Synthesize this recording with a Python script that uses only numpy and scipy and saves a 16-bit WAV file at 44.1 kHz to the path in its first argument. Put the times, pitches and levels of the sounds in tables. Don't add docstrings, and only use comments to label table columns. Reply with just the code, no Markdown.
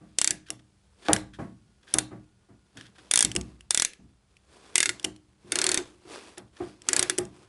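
import sys
import numpy as np
from scipy import signal
from scipy.fft import rfft, irfft
from scipy.io import wavfile
from scipy.ndimage import uniform_filter1d

SR = 44100
rng = np.random.default_rng(int(sys.argv[2]) if len(sys.argv) > 2 else 0)


def store_pcm(level_fs):
    pcm = np.round(np.clip(level_fs, -1, 1) * 32767).astype(np.int16)
    wavfile.write(sys.argv[1], SR, np.atleast_2d(pcm).T)


N = 329868

# (frequency [Hz], relative density [dB])
AIR_SPECTRUM = [(15, -60), (25, -20.5), (59, 4.5), (165, -7.5), (197, -4.5), (223, -13), (362, -27.5),
                (907, -22), (979, -30), (1300, -25), (2160, -27.5), (9930, -29.5), (11000, -36),
                (14300, -70), (22000, -120)]
# (frequency [Hz], level [dB])
HUM_TONES = [(60, -77), (119, -79.5), (196, -74)]
# (time of full strength [s], length [s], level [dB])
RUBS = [(0.017, .2, -70), (1.073, 0.023, -48.5), (1.395, .04, -65), (1.903, .03, -55.5),
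        (2.793, 0.025, -58), (3.004, .5, -60.5), (4.527, 0.51, -56.5), (5.571, 0.19, -38.5),
        (6.118, 0.042, -44), (6.24, 0.035, -49.5), (6.59, 0.098, -54), (6.942, .1, -38.5),
        (7.356, 0.071, -58)]
# (frequency [Hz], relative density [dB])
CLOTH_SPECTRUM = [(120, -32.5), (200, -9), (385, 0), (625, -8), (692, -7), (920, -10), (1000, -7.5),
                  (1800, -16.5), (2020, -16), (4920, -18.5), (11000, -23.5), (14300, -53.5), (22000, -120)]
# (frequency [Hz], width [Hz], gain [dB])
GRATE_RESONANCES = [(1650, 400, 7), (2500, 500, -2), (3270, 520, 2), (3460, 100, -14), (4700, 1000, -16),
                    (8400, 780, -18)]
# (time [s], push time constant [s], thud level [dB], frame ring level [dB])
KNOCKS = [(0.005, 0.015, -53.5, -61), (0.29, 0.021, -49, -49.5), (0.497, 0.0039, -54, -53.5),
          (1.0848, 0.0011, -32.5, -28.5), (1.386, 0.0045, -38, -46), (1.945, 0.0038, -41.5, -37.5),
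          (2.108, .012, -46, -48), (2.485, .016, -56.5, -63.5), (2.753, .017, -52, -62),
          (2.979, 0.0026, -66, -69), (3.233, 0.029, -40.5, -45.5), (3.351, .008, -36, -38),
          (3.989, 0.0091, -54, -67.5), (4.865, 0.011, -52.5, -46.5), (5.042, 0.0017, -47.5, -40.5),
          (5.44, 0.026, -54.5, -57.5), (5.788, 0.0037, -57, -43), (6.05, 0.0094, -61, -54.5),
          (6.375, 0.00095, -54, -50), (6.602, .0015, -46, -35), (7.183, 0.0023, -43, -31)]
# (frequency [Hz], relative level [dB], t60 [s])
LIFT_MODES = [(61, -11, 0.38), (115.5, -1, 0.33), (154, -4.5, .3), (198.2, -1.5, 0.41), (233.3, -6.5, .28),
              (271, -4.5, 0.18)]
# (frequency [Hz], relative density [dB])
THUD_SPECTRUM = [(20, -34.5), (45, -15), (60, -8), (85, -7.5), (118, 0), (155, -6.5), (197, -3.5),
                 (260, -6), (340, -8), (600, -46)]
# (frequency [Hz], relative level [dB], t60 [s])
FRAME_MODES = [(278.5, -7, 0.18), (309, -4.5, 0.27), (349.3, -4.5, 0.16), (361, -2.5, 0.21),
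               (387, -1.5, 0.17), (490, -13.5, .22)]
# (frequency [Hz], relative level [dB], t60 [s])
PANEL_MODES = [(502, -8, 0.26), (680, -4.5, 0.28), (787, 1, 0.14), (1060, -14, .15), (1153, -9.5, 0.31),
               (1250, -8.5, 0.14), (1580, -14, 0.16), (2000, -14, 0.18)]
# (frequency [Hz], relative density [dB])
CLACK_SPECTRUM = [(250, -17.5), (420, -2), (510, -4), (620, -1), (790, -3), (1000, -8), (1250, -10),
                  (1900, -13), (3500, -33.5), (10000, -42)]
# (first tooth [s], last tooth [s], teeth passed [count],
# first gap over middle gap [ratio], last gap over middle gap [ratio], snap level at mid-swing [dB],
# snap change over the swing [dB], snap pitch at mid-swing [Hz], shank ring level before SHANK_LIFT_DB [dB],
# shank pitch [Hz], frame ring level [dB])
SWINGS = [(0.1861, 0.3075, 5, .95, 1.07, -19.3, -1.5, 7800, -31.5, 4570, -58),
          (1.132, 1.1317, 1, 1, 1, -15.5, 0, 10630, -30, 4700, -54),
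          (1.9394, 1.9852, 2, 1, 1, -17.7, -1, 9100, -30.5, 3695, -48),
          (3.1121, 3.2484, 8, 1.6, 1.43, -17.7, 1.5, 8840, -29.8, 3300, -60),
          (3.7073, 3.8487, 6, 1.69, 1.2, -19.3, 1.5, 6817, -30, 3520, -63),
          (4.7562, 4.8922, 6, .95, 1.37, -21.7, -8, 8400, -25.5, 2030, -53),
          (5.5207, 5.7748, 10, 1.45, 1.25, -23.4, 0.5, 7900, -30, 4315, -42.5),
          (6.8875, 7.0272, 5, 1.47, 1.12, -19.2, 2, 7250, -29.5, 4680, -42),
          (7.0977, 7.0977, 1, 1, 1, -21.5, 0, 8630, -28, 3393, -41.5)]
# (frequency [Hz], relative density [dB])
SNAP_SPECTRUM = [(300, -13), (1200, -15.5), (3000, -13.5), (4500, -8.5), (6000, -2), (7500, -3.5),
                 (9000, -1.5), (11000, -7.5)]
# (frequency [Hz], relative density [dB])
SHANK_SPECTRUM = [(300, -19.5), (1100, -14), (1600, -4.5), (2200, 1.5), (3400, -9), (4500, -4.5),
                  (7000, -5), (11000, -10)]
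# (frequency [Hz], relative level [dB], t60 [s])
ROD_MODES = [(1437, -9, 0.053), (1680, -4, 0.042), (1974, -9, 0.08), (2840, -4.5, 0.027), (3290, -1, .03),
             (3620, 2.5, 0.041), (4250, -3.5, 0.013)]
# (time [s], length [s], level [dB])
SCRAPES = [(.46, 0.05, -58.5), (0.59, 0.0084, -61), (1.019, 0.034, -58.5), (1.048, 0.066, -48),
           (1.08, 0.012, -29), (1.333, 0.026, -53), (1.827, 0.015, -63.5), (1.869, 0.12, -57),
           (2.767, 0.073, -53), (2.848, .03, -56.5), (2.953, .015, -60), (2.981, 0.017, -54),
           (6.371, .022, -50), (6.564, 0.011, -53.5)]
# (time [s], level [dB], pitch [Hz])
TAPS = [(0.4865, -55.5, 1510), (0.5036, -30, 5574), (1.1635, -32.5, 1633), (2.772, -49.5, 1732),
        (2.8106, -49.5, 1706), (3.3163, -36, 5885), (3.352, -37, 9180), (3.3626, -24.5, 2917),
        (3.4117, -42, 6630), (3.608, -51, 2710), (3.9343, -51, 2540), (4.368, -61, 2636),
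        (4.9971, -45.5, 3480), (5.0291, -52, 3450), (5.044, -31.5, 5700), (5.047, -25.5, 2883),
        (5.1624, -59, 4170), (6.3806, -44.5, 10010), (6.8192, -50.5, 5340), (7.1798, -37.5, 5980),
        (7.1846, -25, 8370), (7.2524, -51.5, 6840)]
# (frequency [Hz], width [Hz], gain [dB])
SOCKET_RESONANCES = [(1897, 900, -9.5), (3120, 630, 2), (5620, 250, 9), (7950, 3000, 6.5),
                     (9900, 850, -14.5)]
# (frequency [Hz], relative density [dB])
RADIATED_SPECTRUM = [(100, -21), (500, -1), (1100, -8), (1700, 1.5), (2600, -2), (3500, 0), (4800, -4),
                     (7500, 0), (11000, 3)]
# (frequency [Hz], t60 [s])
ROOM_T60 = [(100, 0.99), (500, 0.29), (2000, .3), (6000, .25), (11000, 0.14)]

HIT = np.arange(SR // 2) / SR
STRIKE_S = .012
AIR_DB = -67
THIN_HZ, THIN_DB, THIN_FULL_S, THIN_HOLD_S = 1440, -81, 1.7, 1.1
RUB_ATTACK_S, RUB_T60_S, RUB_REST_DB = 0.29, .42, -73
SHARP_PUSH_S, CLACK_DB_PER_DOUBLING = 0.0017, -3.0
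SHIFT_S = 3.3
EARLY_RING_HZ, EARLY_CLACK_DB = 303, 2.9
LATE_RING_HZ, LATE_CLACK_DB = 361, -4.5
TOOTH_PUSH_S, TOOTH_THUD_DB = 0.003, -15.5
TOOTH_SCATTER_DB, SNAP_SCATTER, SHANK_SCATTER = .5, 0.056, .04
SNAP_SAG, LAST_TOOTH_DB = .12, -1.5
SHANK_LIFT_DB = 3.0
LET_GO_S, FREE_ROD_DB, FREE_ROD_HZ, FREE_CLATTER_DB = 5.4, 7.5, 1450, -39.5
TAP_TREBLE_DB, TAP_MID_DB, TAP_MID_HZ = -1.5, -42, 5500
TREBLE_DB_PER_OCTAVE, TREBLE_DB_PER_DB = 3, 0.22
TOP_HZ = 11000


def undb(db):
    return 10 ** (np.asarray(db) / 20)


def add(track, s, sound):
    i = max(0, int(s * SR))
    track[i:i + len(sound)] += sound[:max(0, N - i)]


def level(x, db, span):
    return x * undb(db) / np.sqrt(np.mean(x[:int(span * SR)] ** 2) + 1e-20)


def freqs(x):
    return np.maximum(np.arange(len(x) // 2 + 1) * SR / len(x), 1)


def along(points, hz):
    f, value = np.transpose(points)
    return np.interp(np.log(hz), np.log(f), value)


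def colour(x, points, size=4096):
    cepstrum = irfft(np.log(undb(along(points, freqs(np.empty(size))))))
    cepstrum[1:size // 2] *= 2
    cepstrum[size // 2 + 1:] = 0
    impulse = irfft(np.exp(rfft(cepstrum)))
    return signal.fftconvolve(x, impulse)[:len(x)]


def resonate(x, hz, width_hz):
    return signal.lfilter(*signal.iirpeak(hz, hz / width_hz, fs=SR), x)


def fade(t60):
    return np.exp(-np.log(1000) * HIT / t60)


def burst(t60):
    return rng.standard_normal(len(HIT)) * fade(t60)


def chatter(t60, spike_db):
    sizes = np.repeat(rng.standard_normal(len(HIT) // 6), 6)
    return burst(t60) * undb(spike_db * sizes)


def ring(modes, scatter_db, detune):
    out = np.zeros(len(HIT))
    for hz, db, t60 in modes:
        balance, pitch, sign = rng.standard_normal(3)
        tone = np.sin(2 * np.pi * hz * (1 + detune * pitch) * HIT)
        out += np.sign(sign) * undb(db + scatter_db * balance) * fade(t60) * tone
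    return out


def walk(rate):
    k = int(SR / rate)
    steps = np.repeat(rng.standard_normal(N // k + 1), k)
    return uniform_filter1d(uniform_filter1d(steps, k), k)[:N] * np.sqrt(2)


def gesture(s, length, attack, t60):
    t = np.arange(N) / SR - s
    before, after = np.maximum(-t, 0), np.maximum(t - length, 0)
    return np.exp(-np.log(1000) * (before / attack + after / t60))


def room_tone():
    air = level(colour(rng.standard_normal(N), AIR_SPECTRUM), AIR_DB, N / SR)
    air = air * undb(1.2 * walk(2.8))
    t = np.arange(N) / SR
    hum = sum(undb(db + 3 * walk(3.1)) * np.sin(2 * np.pi * hz * t) for hz, db in HUM_TONES)
    thin_swell = gesture(THIN_FULL_S, THIN_HOLD_S, attack=1.5, t60=4)
    thin = undb(THIN_DB) * thin_swell * np.sin(2 * np.pi * THIN_HZ * t)
    return air + hum + thin


def rubbing():
    power = undb(RUB_REST_DB) ** 2
    for s, length, db in RUBS:
        power = power + (undb(db) * gesture(s, length, RUB_ATTACK_S, RUB_T60_S)) ** 2
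    catches = rng.standard_normal(N) * undb(2 * walk(900) + walk(60))
    cloth = colour(catches, CLOTH_SPECTRUM)
    tool = sum(undb(3 * walk(14)) * resonate(cloth, hz, width) for hz, width, _ in GRATE_RESONANCES)
    return level(cloth + undb(-7.5) * tool, 0, N / SR) * np.sqrt(power)


def teeth(start, end, count, slow_start, slow_end):
    u = np.linspace(-1, 1, round(count) - 1)
    gaps = 1 + u * (slow_end - slow_start) / 2 + u ** 2 * ((slow_start + slow_end) / 2 - 1)
    return start + (end - start) * np.append(0, np.cumsum(gaps) / gaps.sum())


def blow(s, push, thud_db, frame_db):
    span = .08
    ring_hz, panel_db = (EARLY_RING_HZ, EARLY_CLACK_DB) if s < SHIFT_S else (LATE_RING_HZ, LATE_CLACK_DB)
    softness_db = CLACK_DB_PER_DOUBLING * np.log2(push / SHARP_PUSH_S)
    clack_db = (thud_db + frame_db) / 2 + panel_db + softness_db
    swell = 1 - np.exp(-HIT / push)

    platform = level(ring(LIFT_MODES, scatter_db=4, detune=0.02), 0, span)
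    platform = platform + level(colour(burst(0.33), THUD_SPECTRUM), 0, span)
    thud = platform * (1 - np.exp(-HIT / (push + 0.028)))

    favoured = [(hz, db + 8 * np.exp(-((hz - ring_hz) / 24) ** 2), t60) for hz, db, t60 in FRAME_MODES]
    frame = ring(favoured, scatter_db=3, detune=0.0026) * swell

    panels = level(ring(PANEL_MODES, scatter_db=2.5, detune=0.014), -4.5, span)
    clack = (panels + level(colour(burst(0.26), CLACK_SPECTRUM), -1.7, span)) * swell
    return level(thud, thud_db, span) + level(frame, frame_db, span) + level(clack, clack_db, span)


def knocks():
    out = np.zeros(N)
    for s, push, thud_db, frame_db in KNOCKS:
        add(out, s, blow(s, push, thud_db, frame_db))
    for s, end, count, slow_start, slow_end, *_, frame_db in SWINGS:
        for at in teeth(s, end, count, slow_start, slow_end):
            add(out, at, blow(at, TOOTH_PUSH_S, frame_db + TOOTH_THUD_DB, frame_db))
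    return out


def pawl(snap_db, snap_hz, shank_db, shank_hz, free):
    contact = chatter(0.0045, spike_db=1.0) * (1 - np.exp(-HIT / 0.00049))
    contact = contact + undb(-15.0) * burst(0.022)
    snap = level(colour(contact, SNAP_SPECTRUM), 0, STRIKE_S)
    snap = snap + level(ring([(snap_hz, 0, .011)], 0, 0), -5.5, STRIKE_S)

    shank = level(colour(burst(0.045), SHANK_SPECTRUM), 0, STRIKE_S)
    shank = shank + level(ring([(shank_hz, 0, .028)], 0, 0), -4, STRIKE_S)
    modes = [(hz, db + free * FREE_ROD_DB * (FREE_ROD_HZ / hz) ** 4, t60) for hz, db, t60 in ROD_MODES]
    rod = level(ring(modes, scatter_db=6.5, detune=.004), -4, STRIKE_S)
    ringing = undb(SHANK_LIFT_DB) * level(shank + rod, shank_db, STRIKE_S)

    rattle = level(colour(chatter(0.074, spike_db=9.0), SHANK_SPECTRUM), snap_db - 31, STRIKE_S)
    out = level(snap, snap_db, STRIKE_S) + ringing + rattle
    if free:
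        clatter = resonate(colour(chatter(.14, spike_db=5.5), SHANK_SPECTRUM), FREE_ROD_HZ, 500)
        out = out + level(clatter, FREE_CLATTER_DB, STRIKE_S)
    return out


def ratchet():
    out = np.zeros(N)
    climb = HIT[:int(STRIKE_S * SR)]
    for s, end, count, slow_start, slow_end, snap_db, change_db, snap_hz, shank_db, shank_hz, _ in SWINGS:
        times = teeth(s, end, count, slow_start, slow_end)
        progress = (np.arange(len(times)) - (len(times) - 1) / 2) / max(len(times) - 1, 1)
        for at, part in zip(times, progress):
            a, b, c = rng.standard_normal(3)
            last = len(times) > 2 and at == times[-1]
            force_db = TOOTH_SCATTER_DB * a + LAST_TOOTH_DB * last
            db = snap_db + change_db * part + force_db
            tooth_snap_hz = snap_hz * np.exp(SNAP_SCATTER * b - SNAP_SAG * part)
            tooth_shank_hz = shank_hz * np.exp(SHANK_SCATTER * c)
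            drag = rng.standard_normal(len(climb)) * np.exp(climb / 0.0012)
            add(out, at - STRIKE_S, level(colour(drag, SNAP_SPECTRUM), db - 25.0, STRIKE_S))
            add(out, at, pawl(db, tooth_snap_hz, shank_db + force_db, tooth_shank_hz, free=s > LET_GO_S))
    return out


def scrapes():
    out = np.zeros(N)
    for s, length, db in SCRAPES:
        swell = np.exp(-(HIT / length) ** 2) * (1 - np.exp(-HIT / 0.0038))
        slips = chatter(9, spike_db=7.0) * swell
        grate = sum(undb(gain_db) * resonate(slips, hz, width) for hz, width, gain_db in GRATE_RESONANCES)
        grate = colour(grate, [(500, -15.5), (1700, 0.5), (3000, 0)])
        add(out, s, level(grate, db, length))
    return out


def socket():
    out = np.zeros(N)
    for s, db, pitch_hz in TAPS:
        treble_db = TAP_TREBLE_DB + TREBLE_DB_PER_OCTAVE * np.log2(pitch_hz / TAP_MID_HZ)
        treble_db = treble_db + TREBLE_DB_PER_DB * (db - TAP_MID_DB)
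        contact = chatter(0.011, spike_db=4.0) + undb(-11) * burst(0.028)
        tap = undb(-16.5) * contact
        for hz, width, gain_db in SOCKET_RESONANCES:
            tap = tap + undb(gain_db) * resonate(contact, hz, width)
        tap = colour(tap, [(700, -6.5), (2000, 6), (4000, 2.5), (8000, treble_db)])
        ping = ring([(pitch_hz, 0, .013)], 0, 0)
        add(out, s, level(tap, db, STRIKE_S) + undb(-4.5) * level(ping, db, STRIKE_S))
    return out


def radiate(x):
    spread = colour(np.abs(x) * rng.standard_normal(N), RADIATED_SPECTRUM)
    return spread * np.std(x) / np.std(spread) + .5 * x


def reverb(x, wet_db, onset):
    noise = rng.standard_normal(len(HIT))
    spectrum, hz = rfft(noise), freqs(noise)
    centres, t60s = np.transpose(ROOM_T60)
    tail = np.zeros(len(HIT))
    for share, t60 in zip(np.eye(len(t60s)), t60s):
        band = spectrum * np.interp(np.log(hz), np.log(centres), share)
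        tail += irfft(band, len(HIT)) * fade(t60)
    tail = tail * (1 - np.exp(-(HIT / onset) ** 2))
    return undb(wet_db) * signal.fftconvolve(x, tail / np.linalg.norm(tail))[:N]


def scene():
    body = knocks()
    steel = ratchet() + scrapes() + socket()
    room = reverb(radiate(steel), wet_db=-18.5, onset=0.011) + reverb(body, wet_db=-23, onset=0.022)
    mono = room_tone() + rubbing() + body + steel + room
    return np.array([mono, mono])


def record(dry):
    ceiling = 2
    rounded = ceiling * np.tanh(dry / ceiling)
    return signal.sosfilt(signal.ellip(8, .3, 70, TOP_HZ, fs=SR, output="sos"), rounded)


dry = scene()
out = record(dry)
store_pcm(out)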